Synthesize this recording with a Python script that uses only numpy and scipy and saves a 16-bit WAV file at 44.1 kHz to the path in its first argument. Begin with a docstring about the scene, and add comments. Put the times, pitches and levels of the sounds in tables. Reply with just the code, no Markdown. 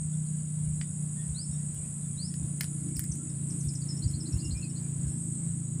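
"""Crickets drone all round a pond, scraping their wings into high trills, buzzes and rasps.
A distant engine throbs and slowly loses speed, its exhaust tones beating over a rumble.
A small bird gives two rising whistles, a run of chips and a twitter; another answers lower,
and faint calls cross the water. Close by, hands work a fishing line and a plant stem:
light clicks, and soft bumps on the microphone."""
import sys
import numpy as np
from scipy import signal
from scipy.fft import rfft, irfft, next_fast_len
from scipy.io import wavfile
from scipy.ndimage import uniform_filter1d

SR = 44100
rng = np.random.default_rng(int(sys.argv[2]) if len(sys.argv) > 2 else 0)


def output_pcm(signal):
    """Save a mono or channel-first signal as 16-bit PCM at the path in sys.argv[1].

    Samples are clipped to [-1, 1] before scaling.
    """
    pcm = np.clip(np.atleast_2d(signal).T, -1, 1) * 32767
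    wavfile.write(sys.argv[1], SR, np.round(pcm).astype(np.int16))


N = 255766
T = np.arange(N) / SR


def undb(db):
    """Decibels to gain."""
    return 10 ** (np.asarray(db) / 20)


def unit(x):
    """Scale to rms 1."""
    return x / np.sqrt(np.mean(x ** 2))


def faders(table):
    """One fader ride for each column after the times."""
    times, *columns = np.transpose(table)
    return [np.interp(T, times, column) for column in columns]


def eq_curve(points, size):
    """Gain of (Hz, dB) EQ points on the bins of a transform."""
    hz, db = np.transpose(points)
    bins = np.maximum(np.fft.rfftfreq(size, 1 / SR), 1)
    return undb(np.interp(np.log(bins), np.log(hz), db, left=-90, right=-90))


def noise(eq):
    """Noise through an EQ, rms 1."""
    size = next_fast_len(N)
    return unit(irfft(rfft(rng.standard_normal(size)) * eq_curve(eq, size), size)[:N])


def wander(rate_hz):
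    """Smooth random modulation, rms 1."""
    hold = max(int(SR / rate_hz), 1)
    steps = np.repeat(rng.standard_normal(N // hold + 1), hold)
    return unit(uniform_filter1d(steps, hold)[:N])


def soft_gate(middle_s, half_s):
    """A rounded gate that opens and closes about a moment."""
    return np.exp(-((T - middle_s) / half_s) ** 4)


def add(out, start_s, sound):
    """Mix a sound in at a time."""
    i = max(int(start_s * SR), 0)
    out[i:i + len(sound)] += sound[:max(N - i, 0)]


def bank_echo(dry, wet_db, t60, dull_hz=9000):
    """Leaves and the far bank add a short, duller diffuse echo."""
    t = np.arange(SR // 2) / SR
    tail = rng.standard_normal(len(t)) * undb(-60 * t / t60) * (t > .002)
    tail = signal.sosfilt(signal.butter(1, dull_hz, fs=SR, output="sos"), tail / np.linalg.norm(tail))
    return dry + undb(wet_db) * signal.fftconvolve(dry, tail)[:N]


# Tone of the open air. 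Each row: frequency in Hz, gain in dB.
AIR_EQ = [(25, -3), (100, 4), (400, 1), (500, -0.5), (590, 1.5), (720, -3.5), (1000, -5), (1900, -9),
          (3500, -12.5), (5500, -14), (11000, -13), (13000, -27.5), (15300, -12.5)]
def air():
    """A quiet, wavering bed of hiss."""
    return noise(AIR_EQ) * undb(-60 + 1.2 * wander(12))


# Exhaust partials. Each row: multiple of the cycle rate, opening gain in dB, closing gain in dB.
EXHAUST_PARTIALS = [(4, -9.5, -6), (5, 4, 0), (6, -7.5, 0.5), (7, -49, -31), (8, -42, -11.5),
                    (11, -54, -24.5)]
# Fader for the exhaust note. Each row: time in seconds, relative level in dB.
EXHAUST_FADER = [(0.0, -36.5), (0.15, -33.5), (0.45, -36), (0.6, -32.5), (0.75, -35.0), (1.05, -35),
                 (1.33, -39), (1.55, -34.5), (1.8, -38.5), (2.0, -38), (2.3, -35), (2.5, -36.5),
                 (3.3, -37.3), (3.72, -34), (4.24, -38), (4.7, -35), (5.3, -36), (5.8, -36.1)]
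# The low rumble and the higher roar. Each row: frequency in Hz, gain in dB.
RUMBLE_EQ = [(25, -34), (45, -14.5), (65, -14.5), (95, -0.5), (125, -6.5), (170, -2), (215, -5),
             (250, -14.5), (310, -29.5), (450, -34.5)]
ROAR_EQ = [(170, -26.5), (220, 1), (260, 0.5), (320, 0), (360, -10.5), (420, -18.5), (520, -39)]
def engine(cycle_hz=30.86, sag_hz_per_s=.607, first_firing_s=.023, chug=.053):
    """Neighbouring multiples of the cycle rate pass the exhaust and beat into a throb over a rumble."""
    hz = (cycle_hz - sag_hz_per_s * T) * (1 + .0017 * wander(12))
    phase = 2 * np.pi * (np.cumsum(hz) / SR - cycle_hz * first_firing_s)
    # all partials peak together at each firing
    note = sum(undb(first + (last - first) * T / T[-1] + 1.6 * wander(14)) * np.cos(multiple * phase)
               for multiple, first, last in EXHAUST_PARTIALS)
    exhaust = unit(note) * undb(faders(EXHAUST_FADER)[0] + .94)
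    rumble = noise(RUMBLE_EQ) * undb(-44)
    roar = noise(ROAR_EQ) * (1 + chug * np.cos(phase))
    roar_db = -62 + 14 * soft_gate(middle_s=4.17, half_s=2.08) + 1.9 * wander(12)
    return exhaust + rumble + roar * undb(roar_db)


def bird_notes(notes, waver=.0094, rasp=.014, flutter_db=2):
    """Whistles, each bent through three pitches; fast pitch jitter roughens the short ones most."""
    out, drift, jitter = np.zeros(N), waver * wander(400), rasp * wander(2000)
    for start, length, first_hz, middle_hz, last_hz, db in notes:
        progress = np.linspace(0, 1, int(length * SR))
        span = int(start * SR) + np.arange(len(progress))
        bend = np.polyfit([0, .5, 1], [first_hz, middle_hz, last_hz], 2)
        hz = np.polyval(bend, progress) * (1 + drift[span] + jitter[span] * min(1, .035 / length))
        envelope = undb(db) * np.sin(np.pi * progress)
        add(out, start, envelope * np.sin(2 * np.pi * np.cumsum(hz) / SR))
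    return out * undb(flutter_db * wander(120))


# Distant calls. Each row: start in seconds, length in seconds, pitch in Hz,
# glide as last pitch over first, relative level in dB.
FAR_CALLS = [(1.16, 0.079, 1838, 1.03, -58.5), (1.185, .032, 3400, 0.98, -58.5),
             (1.49, .076, 5450, 1.1, -59), (1.505, .061, 3710, .94, -63), (1.83, 0.051, 2550, 1.14, -59.5),
             (2.88, .07, 2220, 1.01, -60), (2.99, 0.066, 2136, 0.89, -58), (3.17, 0.065, 1370, 1.02, -63.5),
             (5.04, .12, 5400, 1.02, -64)]
def far_birds(stray_db=-72, stray_count=160):
    """Short glides from across the water, among stray notes barely above the air."""
    when, pitch, bend, size = rng.random((stray_count, 4)).T
    strays = np.transpose([when * (T[-1] - .1), .025 + .035 * size, 1300 * 4.4 ** pitch,
                           .9 + .2 * bend, stray_db + 4 * size])  # columns as in FAR_CALLS
    return bird_notes([(start, length, hz / glide ** .5, hz, hz * glide ** .5, db)
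                       for start, length, hz, glide, db in np.vstack([FAR_CALLS, strays])])


# Handling thuds. Each row: middle in seconds, relative level in dB, half width in seconds.
BUMP_CUES = [(0.04, -40.5, 0.019), (0.687, -36, 0.038), (0.777, -34.5, 0.023), (1.31, -34.5, 0.02),
             (1.508, -40, .011), (2.435, -28, 0.017), (2.98, -34, 0.012), (3.093, -29.5, 0.01),
             (3.135, -37.5, 0.018), (3.673, -36, 0.011), (4.06, -22, 0.01), (4.143, -33, 0.033),
             (4.351, -24.5, 0.012), (4.465, -31.5, 0.013), (4.537, -28.5, 0.02), (4.994, -37, 0.016),
             (5.07, -26, 0.015)]
def mic_bumps(thud_hz=73, grit=.65, faint_db=-41, faint_s=.014, faint_count=5):
    """Moving hands thud softly on the microphone, with fainter bumps at random."""
    out = np.zeros(N)
    shake = noise([(25, -18), (45, 0), (90, 6), (130, 5), (220, -19)])
    faint = [(when * T[-1], faint_db, faint_s) for when in rng.random(faint_count)]
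    for middle, db, half in BUMP_CUES + faint:
        swell = np.exp(-.5 * ((T - middle) / half) ** 2)
        thud = .72 * np.cos(2 * np.pi * thud_hz * (T - middle))
        out += undb(db) * swell * (thud + grit * shake)
    return out


# Clicks and brief rustles. Each row: start in seconds, relative level in dB,
# treble shelf in dB, snap length in seconds.
CLICK_CUES = [(0.8137, -26.5, -30, .0007), (1.744, -58, 9, .004), (2.341, -40, -2, 0.00088),
              (2.6091, -24, -1, .0015), (2.612, -28.5, 2.5, 0.0011), (2.634, -36, -3, .0008),
              (2.643, -31.5, -5, 0.0011), (2.888, -48, -8, 0.00063), (2.968, -42, 8, 0.00082),
              (2.994, -31, 9, 0.001), (3.0404, -40, 9, 0.00094), (3.155, -57, 10, .003),
              (3.632, -61, 1, 0.049), (3.738, -54, 4, .0042), (4.026, -66, 7, .0081),
              (4.102, -60, -1, 0.034), (4.37, -60, 6, .006)]
# Tone of every click. 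Each row: frequency in Hz, gain in dB.
CLICK_EQ = [(500, -14), (1100, -15), (1650, -3.5), (2400, -0.5), (3500, -8.5), (5000, 2), (6500, -9),
            (9000, -1), (11000, 2), (13000, -11), (15500, 1)]
# The hollow ring. Each row: frequency in Hz, gain in dB, seconds to fall by 60 dB.
CLICK_MODES = [(1540, -13, .022), (1827, 3, 0.009), (2200, -5.5, 0.009), (3040, -3, 0.017),
               (3350, -8, 0.028), (4690, -14, 0.041), (5440, -18, 0.02), (5930, -16, 0.03)]
def line_clicks(ring_db=-8.5, tail_db=-23, tail_s=.017, size=4096):
    """Line and stem give a bright snap, a brief ring and a duller scatter from the cupped hands."""
    out, t = np.zeros(N), np.arange(size) / SR
    shelf = np.clip((np.fft.rfftfreq(size, 1 / SR) - 6000) / 4000, 0, 1)  # fully in above 10 kHz
    ring = sum(undb(db) * np.sin(2 * np.pi * hz * t) * undb(-60 * t / t60)
               for hz, db, t60 in CLICK_MODES)
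    for start, db, treble_db, snap_s in CLICK_CUES:
        snap, scatter = rng.standard_normal((2, size))
        attack = rfft(2 * snap * np.exp(-(t / snap_s) ** 2) + undb(ring_db) * ring)
        tail = rfft(scatter * np.exp(-t / tail_s)) * undb(tail_db - 8 * shelf)
        click = irfft((attack + tail) * eq_curve(CLICK_EQ, size) * undb(treble_db * shelf))
        # centred, since the EQ rings on both sides of the attack
        add(out, start - size / 2 / SR, undb(db) * np.roll(click, size // 2))
    return out


def sing(motif, cues):
    """The notes of a motif, repeated at each cue with its own level, pitch and pace."""
    return [(start + delay * stretch, length * stretch,
             first * pitch, middle * pitch, last * pitch, db + note_db)
            for start, db, pitch, stretch in cues
            for delay, length, first, middle, last, note_db in motif]


# Motifs, note by note. 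Each row: delay in seconds, length in seconds,
# first, middle and last pitch in Hz, gain in dB, all before a cue scales them.
WHISTLE = [(0, .122, 3720, 4660, 5470, 0), (.102, .04, 5190, 5420, 5440, -9)]
CHIP = [(0, 0.0165, 6550, 5880, 5270, 0)]
LEAD_IN = [(0, .025, 4780, 4620, 4330, -9.5), (.072, 0.0416, 5540, 5380, 5170, -0.5)]
TWITTER = [(0, 0.021, 5620, 5395, 5290, 1.5), (.057, 0.018, 4170, 4277, 4160, -2),
           (.071, 0.0174, 5030, 4750, 4620, -1.5)]
ANSWER = [(0, 0.074, 2530, 2670, 3000, -9.5), (.107, 0.08, 2800, 2790, 2830, -4.5),
          (.236, .074, 2410, 2436, 2640, -1), (.302, .079, 2980, 2574, 2550, 0.5)]
# Cues for the motifs. Each row: start in seconds, level in dB, pitch ratio, time stretch.
WHISTLE_CUES = [(1.341, -43.5, 0.98, .85), (2.168, -41.5, 1, 0.96)]
CHIP_CUES = [(2.956, -42.5, 0.9, 1.17), (3.114, -37.5, 1, 0.88), (3.294, -55, 0.93, 1),
             (3.498, -47, 0.98, 1.1), (3.599, -44, 1.05, 1.22), (3.68, -46, 0.91, 1.2),
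             (3.748, -43.5, 0.96, .9)]
LEAD_IN_CUES = [(3.812, -37.5, 0.98, 0.96)]
TWITTER_CUES = [(3.966, -43.5, 1, 0.94), (4.077, -47.5, 1, 0.98), (4.199, -44, 0.98, .97),
                (4.32, -47.5, 1.02, 1.09), (4.445, -45.5, 1, 1.02), (4.567, -48, 1, 0.99),
                (4.692, -53, 1, 1.08)]
ANSWER_CUES = [(4.31, -52.5, 1, 0.97)]
def near_birds():
    """Two clear whistles, raspy chips, a lead-in and a rolling twitter; a lower bird answers."""
    clear = bird_notes(sing(WHISTLE, WHISTLE_CUES) + sing(ANSWER, ANSWER_CUES), waver=.0071)
    chips = bird_notes(sing(CHIP, CHIP_CUES), rasp=.041)
    twitter_notes = sing(LEAD_IN, LEAD_IN_CUES) + sing(TWITTER, TWITTER_CUES)
    twitter = bird_notes(twitter_notes, waver=.014, rasp=.016)
    # the bush round the bird smears the short notes
    return clear + bank_echo(chips + twitter, wet_db=-4.5, t60=.09)


def stridulate(eq, stroke_hz, depth, jitter):
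    """Each wing stroke scrapes a burst out of the wing's resonance; the foliage fills the gaps."""
    phase = 2 * np.pi * np.cumsum(stroke_hz * (1 + jitter * wander(25.55))) / SR
    return unit(noise(eq) * np.exp(depth * np.cos(phase)))


# Wing resonances of the five voices. Each row: frequency in Hz, gain in dB.
TRILL_EQ = [(6350, -42.5), (6650, -17), (6820, -13), (6915, -3.5), (7020, -11.5), (7300, -14.5),
            (7700, -52)]
LOWER_CHORUS_EQ = [(6900, -16), (7350, -17), (7650, -1.5), (8100, 0), (8450, -4), (8800, -6.5), (9300, -24)]
BUZZ_EQ = [(7900, -9), (8120, -8), (8250, 1), (8380, 7), (8460, 7), (8570, -7), (8800, -58)]
UPPER_CHORUS_EQ = [(8400, -30), (8900, 2.5), (9300, 6.5), (9550, 2), (9900, -6), (10600, -10.5),
                   (10950, -15.5), (11300, -32)]
RASP_EQ = [(10100, -18), (10500, -4), (10900, 6), (11080, 1), (11250, -17), (11650, -22), (12100, -34)]
# Slow chorus swells. 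Each row: time in seconds, relative level in dB of the lower, then the upper.
CHORUS_FADERS = [(0.0, -47, -51.5), (0.53, -48, -49.5), (0.9, -47.5, -49), (1.29, -46, -48.5),
                 (1.73, -46.5, -49), (2.68, -48.5, -47.5), (3.15, -46, -49.5), (3.63, -47.5, -49.5),
                 (4.36, -48.5, -53), (5.39, -45.5, -51), (5.57, -47, -51.5), (5.8, -48.5, -52)]
# Brief dips in the trill. Each row: middle in seconds, half length in seconds, dip in dB.
TRILL_DIPS = [(.56, 0.14, -2), (1.25, .04, -2.5), (1.43, 0.036, -6), (1.994, 0.032, -4), (2.254, 0.057, -4),
              (3.41, 0.094, -6), (4.224, 0.047, -9), (4.683, .035, -4), (5.15, 0.031, -12),
              (5.578, .04, -0.5)]
# Bouts of buzzing. Each row: middle in seconds, half length in seconds, level in dB.
BUZZ_BOUTS = [(0, 0.073, -47), (1.604, 0.49, -51.5), (2.98, .17, -52.5), (3.58, .14, -47),
              (5.32, 0.25, -45)]
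# Phrases of the rasp. Each entry: level in dB.
RASP_LEVELS = [-67, -63, -60.5, -57, -57, -59, -58]
def crickets(rasp_every_s=.815, flutter_hz=8.1):
    """Wings scrape a pulsing trill, two blurred choruses, a near buzz in bouts and a thin high rasp."""
    trill = stridulate(TRILL_EQ, stroke_hz=59.5, depth=.5, jitter=.012)
    dips_db = sum(db * soft_gate(middle, half) for middle, half, db in TRILL_DIPS)
    trill *= undb(-53 + dips_db + .2 * wander(5.15))

    lower_db, upper_db = faders(CHORUS_FADERS)
    flutter_db = 1.23 * np.sin(2 * np.pi * flutter_hz * T)
    lower = stridulate(LOWER_CHORUS_EQ, stroke_hz=110, depth=.033, jitter=.021)
    upper = stridulate(UPPER_CHORUS_EQ, stroke_hz=125, depth=.15, jitter=.022)
    choruses = lower * undb(lower_db + 2.6) + upper * undb(upper_db + 1.5 + flutter_db)

    buzz = stridulate(BUZZ_EQ, stroke_hz=213, depth=.58, jitter=.0047)
    buzz *= undb(-56) + sum(undb(db) * soft_gate(middle, half) for middle, half, db in BUZZ_BOUTS)

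    rasp = stridulate(RASP_EQ, stroke_hz=99, depth=.43, jitter=.018)
    rasp *= sum(undb(db) * soft_gate(.31 + k * rasp_every_s, half_s=.15)
                for k, db in enumerate(RASP_LEVELS))
    return trill + choruses + buzz + rasp


def scene():
    """The mono mix, heard from the water's edge."""
    bed = air()
    near = bank_echo(near_birds(), wet_db=-8, t60=.3)
    far = bank_echo(far_birds(), wet_db=0, t60=.3) * undb(-3)
    hands = bank_echo(line_clicks(), wet_db=-7.5, t60=.14) + mic_bumps()
    return (bed + engine() + far + hands + near + crickets())[None]


def record(dry, top_hz=15750):
    """The microphone chain cuts the top end steeply."""
    return signal.sosfilt(signal.ellip(10, .2, 70, top_hz, fs=SR, output="sos"), dry)


dry = scene()
out = record(dry)
output_pcm(out)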